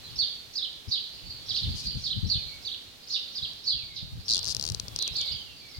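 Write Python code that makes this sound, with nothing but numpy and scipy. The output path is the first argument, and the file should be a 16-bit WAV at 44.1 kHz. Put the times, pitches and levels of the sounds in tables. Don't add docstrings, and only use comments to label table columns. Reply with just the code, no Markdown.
import sys
import numpy as np
from scipy import signal
from scipy.fft import rfft, irfft, next_fast_len
from scipy.io import wavfile
from scipy.ndimage import map_coordinates

SR = 44100
rng = np.random.default_rng(int(sys.argv[2]) if len(sys.argv) > 2 else 0)


def put_to_file(sound):
    columns = np.atleast_2d(sound).T
    safe = np.clip(columns, -1, 1)
    whole_steps = np.round(safe * 32767)
    wavfile.write(sys.argv[1], SR, whole_steps.astype(np.int16))


N = 255339

# (time [s], pitch [Hz], level [dB])
CHEEP = [(0, 4100, -14), (.011, 4650, 3), (.022, 4450, 2.5), (.038, 4200, 1), (.046, 3700, -6),
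         (.060, 3450, -3.5), (.072, 3100, -16), (.080, 2800, -28)]
ARCH = [(0, 3800, -15), (.007, 4700, -3), (.017, 5280, -4), (.028, 4800, 0), (.038, 3950, 0),
        (.05, 3600, -6), (.06, 3300, -24)]
CHIP = [(0, 3400, -25), (.01, 4300, 3.5), (.02, 4750, 14.5), (.034, 4350, -3), (.05, 3700, -28),
        (.07, 3100, 10)]


def sparrows(two_note_echo_db=-3):
    # (time [s], shape, pitch [ratio], length [ratio], level [dB], rasp [0-1])
    chirps = [(.180, CHEEP, 0.98, 0.97, -25.5, 0.34), (.905, CHEEP, 0.97, 1.14, -28.5, 0.66),
              (1.855, CHIP, 0.96, 0.88, -41, 0.87), (2.289, CHEEP, 0.99, 1.1, -27, .5),
              (3.096, ARCH, 0.96, 1.45, -27, 0.83), (3.662, CHEEP, 0.99, 1.2, -26.5, 0.52),
              (3.958, CHEEP, .96, 0.67, -36.5, 1), (4.272, CHEEP, 1.024, 1.42, -30, 0.77),
              (4.983, CHEEP, 0.93, 1.4, -33, 0.83), (5.145, CHEEP, 0.99, 1.16, -29, 0.66),
              (5.245, CHEEP, .97, 1.3, -36.5, 0.84), (5.303, CHIP, 1.03, 0.96, -43, .7)]
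    # (time [s], pitch [ratio], length [ratio], arch level [dB], flick level [dB], rasp [0-1])
    chirrups = [(.552, 0.98, 0.93, -27, -26, 0.15), (1.483, 0.93, 0.77, -28, -29.5, .5),
                (1.548, 0.94, 0.98, -26, -29.5, 0.58), (2.035, 0.96, 0.91, -27.5, -26.5, 0.25),
                (2.647, .9, .9, -30, -31, 0.42), (3.347, 0.96, 0.99, -30.5, -28.5, 0.35)]
    # (time [s], pitch [Hz], level [dB])
    flick_shape = [(0, 3100, -16), (.01, 3550, -1), (.02, 4250, 0), (.029, 3650, -6), (.039, 3100, -4),
                   (.05, 2800, -23)]
    squeak_shape = [(0, 4880, 7.5), (.012, 5400, 5), (.025, 5900, 1.5), (.033, 5370, 0), (.042, 6400, -5),
                    (.06, 5450, -14)]
    out = np.zeros((2, N))
    first_notes, flicks = [(*row, 0) for row in chirps], []
    for s, pitch, length, arch_db, flick_db, rasp in chirrups:
        first_notes.append((s, ARCH, pitch, length, arch_db, rasp, two_note_echo_db))
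        flicks.append((s + .069 * length, flick_shape, .99, length, flick_db, rasp, two_note_echo_db))
    for s, shape, pitch, length, db, rasp, echo_db in first_notes + flicks:
        voice = bird_note(shape, pitch, length, rasp)
        call = among_trees(voice, near_db=echo_db - 4, far_db=echo_db - 2, near_fade_s=.22,
                           trunk_db=echo_db - 4)
        add(out, s, amp(db) * call)
    for s, _, _, _, db, _, echo_db in first_notes:
        voice = bird_note(squeak_shape, pitch=1, length=1.1, rasp=.9)
        squeak = among_trees(voice, near_db=1, far_db=1, near_fade_s=.15)
        add(out, s - .025, amp(db + echo_db - 24) * squeak)
    return out


def bird_note(shape, pitch, length, rasp):
    s, hz, db = np.transpose(shape)
    t = np.arange(int(s[-1] * length * SR)) / SR
    sweep_hz = pitch * np.interp(t / length, s, hz) * (1 + .1 * rasp * wobble(700, len(t)))
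    phase = 2 * np.pi * np.cumsum(sweep_hz) / SR
    flutter = unit(amp(8 * np.minimum(rasp, .5) * np.tanh(wobble(300, len(t)))))
    level = amp(np.interp(t / length, s, db)) * flutter * signal.windows.tukey(len(t), .12)
    return level * (np.sin(phase) + amp(-37.5) * np.sin(2 * phase))


def among_trees(call, near_db, far_db, near_fade_s, trunk_db=-7, trunks=6):
    # (frequency [Hz], time to fade by 60 dB [s])
    wood_fade = [(2000, 0.6), (4300, 0.62), (8000, 0.13)]
    t = np.arange(SR * 3 // 4) / SR
    hz, times, spectrum = signal.stft(rng.standard_normal((2, len(t))), SR, nperseg=256)
    fade = amp(-60 * times / along(wood_fade, hz)[:, None])
    far = signal.istft(spectrum * fade, SR, nperseg=256)[1][:, :len(t)]
    near = rng.standard_normal((2, len(t))) * amp(-60 * t / near_fade_s)
    paths = (amp(near_db) * unit(near) + amp(far_db) * unit(far)) / np.sqrt(len(t))
    for channel, delays_s in zip(paths, rng.uniform(.002, .03, (2, trunks))):
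        channel[(delays_s * SR).astype(int)] += amp(trunk_db) / np.sqrt(trunks)
    paths *= pan(-4.5)
    paths[0, 0] += amp(-4.5)
    paths[1, 2] += amp(2.5)
    return signal.fftconvolve(call[None], paths, axes=1)


def creak(slips):
    # (time [s], length [s], level [dB])
    rubs = [(1.738, 0.099, -37.5), (1.816, 0.074, -41), (1.932, 0.22, -46.5), (4.418, 0.43, -50.5),
            (4.487, 0.051, -28)]
    force, t = np.zeros(N), np.arange(SR // 100) / SR
    ring = shell_ring()
    for s, db in slips:
        drag_s = np.interp(s, [4.35, 4.6], [.0006, .0012])
        slip = .4 * rng.standard_normal(len(t)) * np.exp(-t / drag_s)
        slip[0] += 1
        softness = np.interp(s, [4.4, 4.5], [.35, 0])
        slip = np.convolve(slip, [softness, 1, softness])
        strength = np.linalg.norm(np.convolve(slip, ring)) / np.sqrt(SR / 1000)
        add(force[None], s, amp(db + 1.5) * slip / strength)
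    for s, length, db in rubs:
        size = int(length * SR)
        grit = unit(rng.standard_normal(size) * amp(0.99 * wobble(730, size))) / np.linalg.norm(ring)
        add(force[None], s, amp(db + 1) * grit * signal.windows.tukey(size, .7))
    left = signal.fftconvolve(force, ring)[:N]
    # (frequency [Hz], gain [dB])
    dulling = [(2800, 1.5), (4700, -14.0), (6300, -21), (9500, -16), (15000, -11)]
    smear = unit(rng.standard_normal(len(t)) * np.exp(-t / .0004)) / np.sqrt(len(t))
    right = filtered(np.convolve(left, smear)[:N], lambda hz: amp(along(dulling, hz)))
    return np.array([left, right])


def shell_slips():
    # (time [s], level [dB])
    ticks = [(3.534, -39), (4.5484, -17.7), (4.5666, -18.6), (4.7198, -26.4), (4.7471, -18.8),
             (4.7986, -18.8), (4.8825, -26.2), (4.9618, -18.3), (4.9891, -18.6), (5.0249, -18.5),
             (5.0776, -19.5), (5.1678, -24.7), (5.2137, -22.5)]
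    # (time [s], length [s], first rate [1/s], last rate [1/s], level [dB], swell [dB])
    runs = [(4.2831, .11, 123, 79, -20.5, 5), (4.4303, .064, 55, 200, -21.5, .5),
            (4.597, .105, 66, 90, -21, 0)]
    slips = list(ticks)
    for s, length, first_rate, last_rate, db, swell_db in runs:
        progress = np.linspace(0, 1, int(length * SR))
        slips_so_far = np.cumsum(first_rate + (last_rate - first_rate) * progress) / SR
        places = np.interp(np.arange(int(slips_so_far[-1]) + 1), slips_so_far, progress)
        levels_db = db + swell_db * np.sin(np.pi * places) + rng.standard_normal(len(places))
        slips += zip(s + length * places, levels_db)
    return slips


def shell_ring(size=1024):
    # (frequency [Hz], level [dB])
    shell_colour = [(100, -21), (500, -31), (1000, -30), (2000, -35.5), (3300, -17), (4000, -6), (4800, 2),
                    (6200, -5.5), (7500, -14.5), (9500, -16.5), (11500, -27), (16000, -37)]
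    cepstrum = irfft(np.log(amp(along(shell_colour, np.fft.rfftfreq(size, 1 / SR)))))
    cepstrum[1:size // 2] *= 2
    cepstrum[size // 2 + 1:] = 0
    ring = irfft(np.exp(rfft(cepstrum)))
    return ring / np.abs(ring).max()


def wind():
    # (frequency [Hz], level [dB])
    rumble_colour = [(13, -48), (22, -20), (59, -1), (76, -2.5), (113, -0.5), (206, -13), (338, -30),
                     (365, -34.5), (500, -36), (650, -60), (1100, -120)]
    air_colour = [(25, -5), (100, -4.5), (250, -3), (500, -6), (1000, -11), (2000, -9.5), (4000, -1),
                  (8000, -16.5), (12000, -19), (16000, -20)]
    swirls = amp(3 * np.array([wobble(25, N), wobble(25, N)]))
    rumble = wind_strength() * unit(swirls * noise(rumble_colour)) * pan(3.5)
    # (frequency [Hz], likeness [0-1])
    likeness = [(60, 0.34), (300, 0.61), (1200, 0.059), (4000, 0.079)]
    angle = lambda hz: np.arccos(along(likeness, hz)) / 2
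    mid, side = filtered(noise(air_colour), lambda hz: np.array([np.cos(angle(hz)), np.sin(angle(hz))]))
    air = unit(np.array([mid + side, mid - side])) * pan(-1.8)
    return rumble + amp(-50 + 1.6 * wobble(2.94, N)) * air


def wind_strength(rise_s=0.0057, fall_s=0.013):
    # (time [s], level [dB])
    breeze = [(0.0, -58), (0.61, -69), (1.53, -57.5), (1.74, -46.5), (2.24, -50), (2.53, -58),
              (3.11, -69.5), (3.77, -56.5), (3.9, -57.5), (4.84, -48), (5.05, -56), (5.79, -63)]
    # (time [s], hold [s], level [dB])
    gusts = [(0.088, .15, -46), (0.88, 0.02, -40.5), (1.226, 0.068, -45), (1.511, .025, -46.5),
             (1.628, .13, -33.5), (1.865, 0.028, -38), (1.955, 0.032, -34.5), (2.167, 0.022, -33),
             (2.233, 0.05, -31), (2.351, 0.03, -33), (3.43, 0.0095, -42), (3.749, 0.022, -44),
             (4.026, 0.022, -36.5), (4.125, 0.069, -37), (4.703, 0.02, -31), (5.116, 0.0085, -39),
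             (5.314, 0.053, -44.5), (5.78, .015, -37.5)]
    t = np.arange(N) / SR
    power = amp(curve(breeze) + 3.5) ** 2
    for s, hold, db in gusts:
        fade = np.maximum(s - t, 0) / rise_s + np.maximum(t - s - hold, 0) / fall_s
        power += (amp(db) * np.exp(-fade)) ** 2
    return np.sqrt(power)


def palm(slips):
    # (time [s], level [dB])
    grip = [(4.05, -68), (4.3, -61), (4.46, -52.5), (4.7, -61), (4.85, -58), (5.0, -61), (5.3, -58),
            (5.6, -70)]
    # (frequency [Hz], level [dB])
    scuff_colour = [(150, -31), (350, -1), (550, -0.5), (1100, -4), (2000, -15.5), (4000, -14)]
    # (pitch [Hz], time to fade by 60 dB [s])
    body_tones = [(430, 0.013), (640, 0.007), (1080, 0.003)]
    out = amp(curve(grip) + 2.5) * unit(noise(scuff_colour) * amp(2.6 * wobble(70, N)))
    t = np.arange(SR // 40) / SR
    tones = np.array([np.sin(2 * np.pi * hz * t) * amp(-60 * t / fade_s) for hz, fade_s in body_tones])
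    for s, db in slips:
        firmness_db = np.interp(s, [4.35, 4.55], [-38, -25])
        knock = amp(rng.normal(0, 3.6, (2, len(tones)))) @ tones
        add(out, s, amp(db + firmness_db) * knock)
    return out


def whistlers():
    # (time [s], length [s], start pitch [Hz], middle pitch [Hz], end pitch [Hz], level [dB], octave [dB])
    whistles = [(1.816, .06, 2600, 2440, 2340, -56, -24), (1.965, 0.081, 2600, 2380, 2070, -64, -24),
                (2.327, .11, 2850, 2535, 2220, -55, -30), (2.467, 0.13, 2350, 2230, 2230, -54, -30),
                (3.751, .1, 2950, 2600, 2130, -51.5, -30), (3.87, 0.096, 2220, 2170, 2100, -55, -30),
                (1.234, 0.15, 4380, 4500, 4380, -46, -35), (4.807, 0.32, 3650, 3250, 3070, -57, -19),
                (4.99, .17, 2960, 2680, 2500, -54.5, -25), (5.149, .22, 2544, 2233, 2263, -56, -25),
                (5.165, 0.064, 3900, 3580, 3400, -42, -8), (5.257, 0.063, 3800, 3794, 3430, -41.5, -18),
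                (5.327, 0.11, 3450, 3140, 3040, -42, -20), (5.45, .095, 2900, 2810, 2640, -52.5, -47),
                (5.588, 0.21, 2403, 2220, 2050, -58, -9), (5.678, 0.063, 5600, 5400, 5100, -54, -15)]
    out = np.zeros((2, N))
    for s, length, start_hz, middle_hz, end_hz, db, octave_db in whistles:
        size = int(length * SR)
        glide = np.polyfit([0, .5, 1], [start_hz, middle_hz, end_hz], 2)
        hz = np.polyval(glide, np.linspace(0, 1, size)) * (1 + .019 * wobble(160, size))
        phase = 2 * np.pi * np.cumsum(hz) / SR
        tone = signal.windows.tukey(size, .5) * (np.sin(phase) + amp(octave_db) * np.sin(2 * phase))
        add(out, s, amp(db) * among_trees(tone, near_db=-6, far_db=-5, near_fade_s=.15))
    return out


def far_flock(count=90):
    # (time [s], level [dB])
    chatter = [(0, -39.5), (.45, -58.5), (.8, -64), (1.2, -48), (1.8, -39), (2.5, -47.5), (2.95, -58),
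               (3.5, -42), (4.2, -53.5), (4.8, -57.5), (5.45, -53), (5.7, -47)]
    out = np.zeros((2, N))
    for k, (shift, detune, loudness) in enumerate(rng.uniform(-1, 1, (count, 3))):
        call = bird_note((CHEEP, ARCH, CHIP)[k % 3], .96 + .06 * detune, length=1.1, rasp=.55)
        blurred = among_trees(call, near_db=7, far_db=11, near_fade_s=.3)
        add(out, (k + shift / 2) / count * N / SR, amp(2 * loudness) * blurred)
    return amp(curve(chatter)) * unit(out)


def amp(db):
    return 10 ** (np.asarray(db) / 20)


def unit(x):
    return x / np.sqrt(np.mean(x ** 2) + 1e-20)


def along(points, hz):
    frequencies, values = np.transpose(points)
    return np.interp(np.log(hz + 1), np.log(frequencies + 1), values)


def curve(rows):
    return np.interp(np.arange(N) / SR, *np.transpose(rows))


def wobble(rate, size):
    points = rng.standard_normal(int(size * rate / SR) + 4)
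    return map_coordinates(points, [np.arange(size) * rate / SR])


def filtered(x, response):
    size = next_fast_len(N + SR // 2)
    return irfft(rfft(x, size) * response(np.fft.rfftfreq(size, 1 / SR)), size)[..., :N]


def noise(colour):
    return unit(filtered(rng.standard_normal((2, N)), lambda hz: amp(along(colour, hz))))


def pan(left_db):
    return amp([[left_db / 2], [-left_db / 2]])


def add(out, s, x):
    start = max(0, round(s * SR))
    part = out[:, start:start + x.shape[-1]]
    part += x[..., :part.shape[1]]


def scene():
    slips = shell_slips()
    return sparrows() + far_flock() + whistlers() + creak(slips) + palm(slips) + wind()


def record(dry):
    return filtered(dry, lambda hz: hz < 16100)


dry = scene()
out = record(dry)
put_to_file(out)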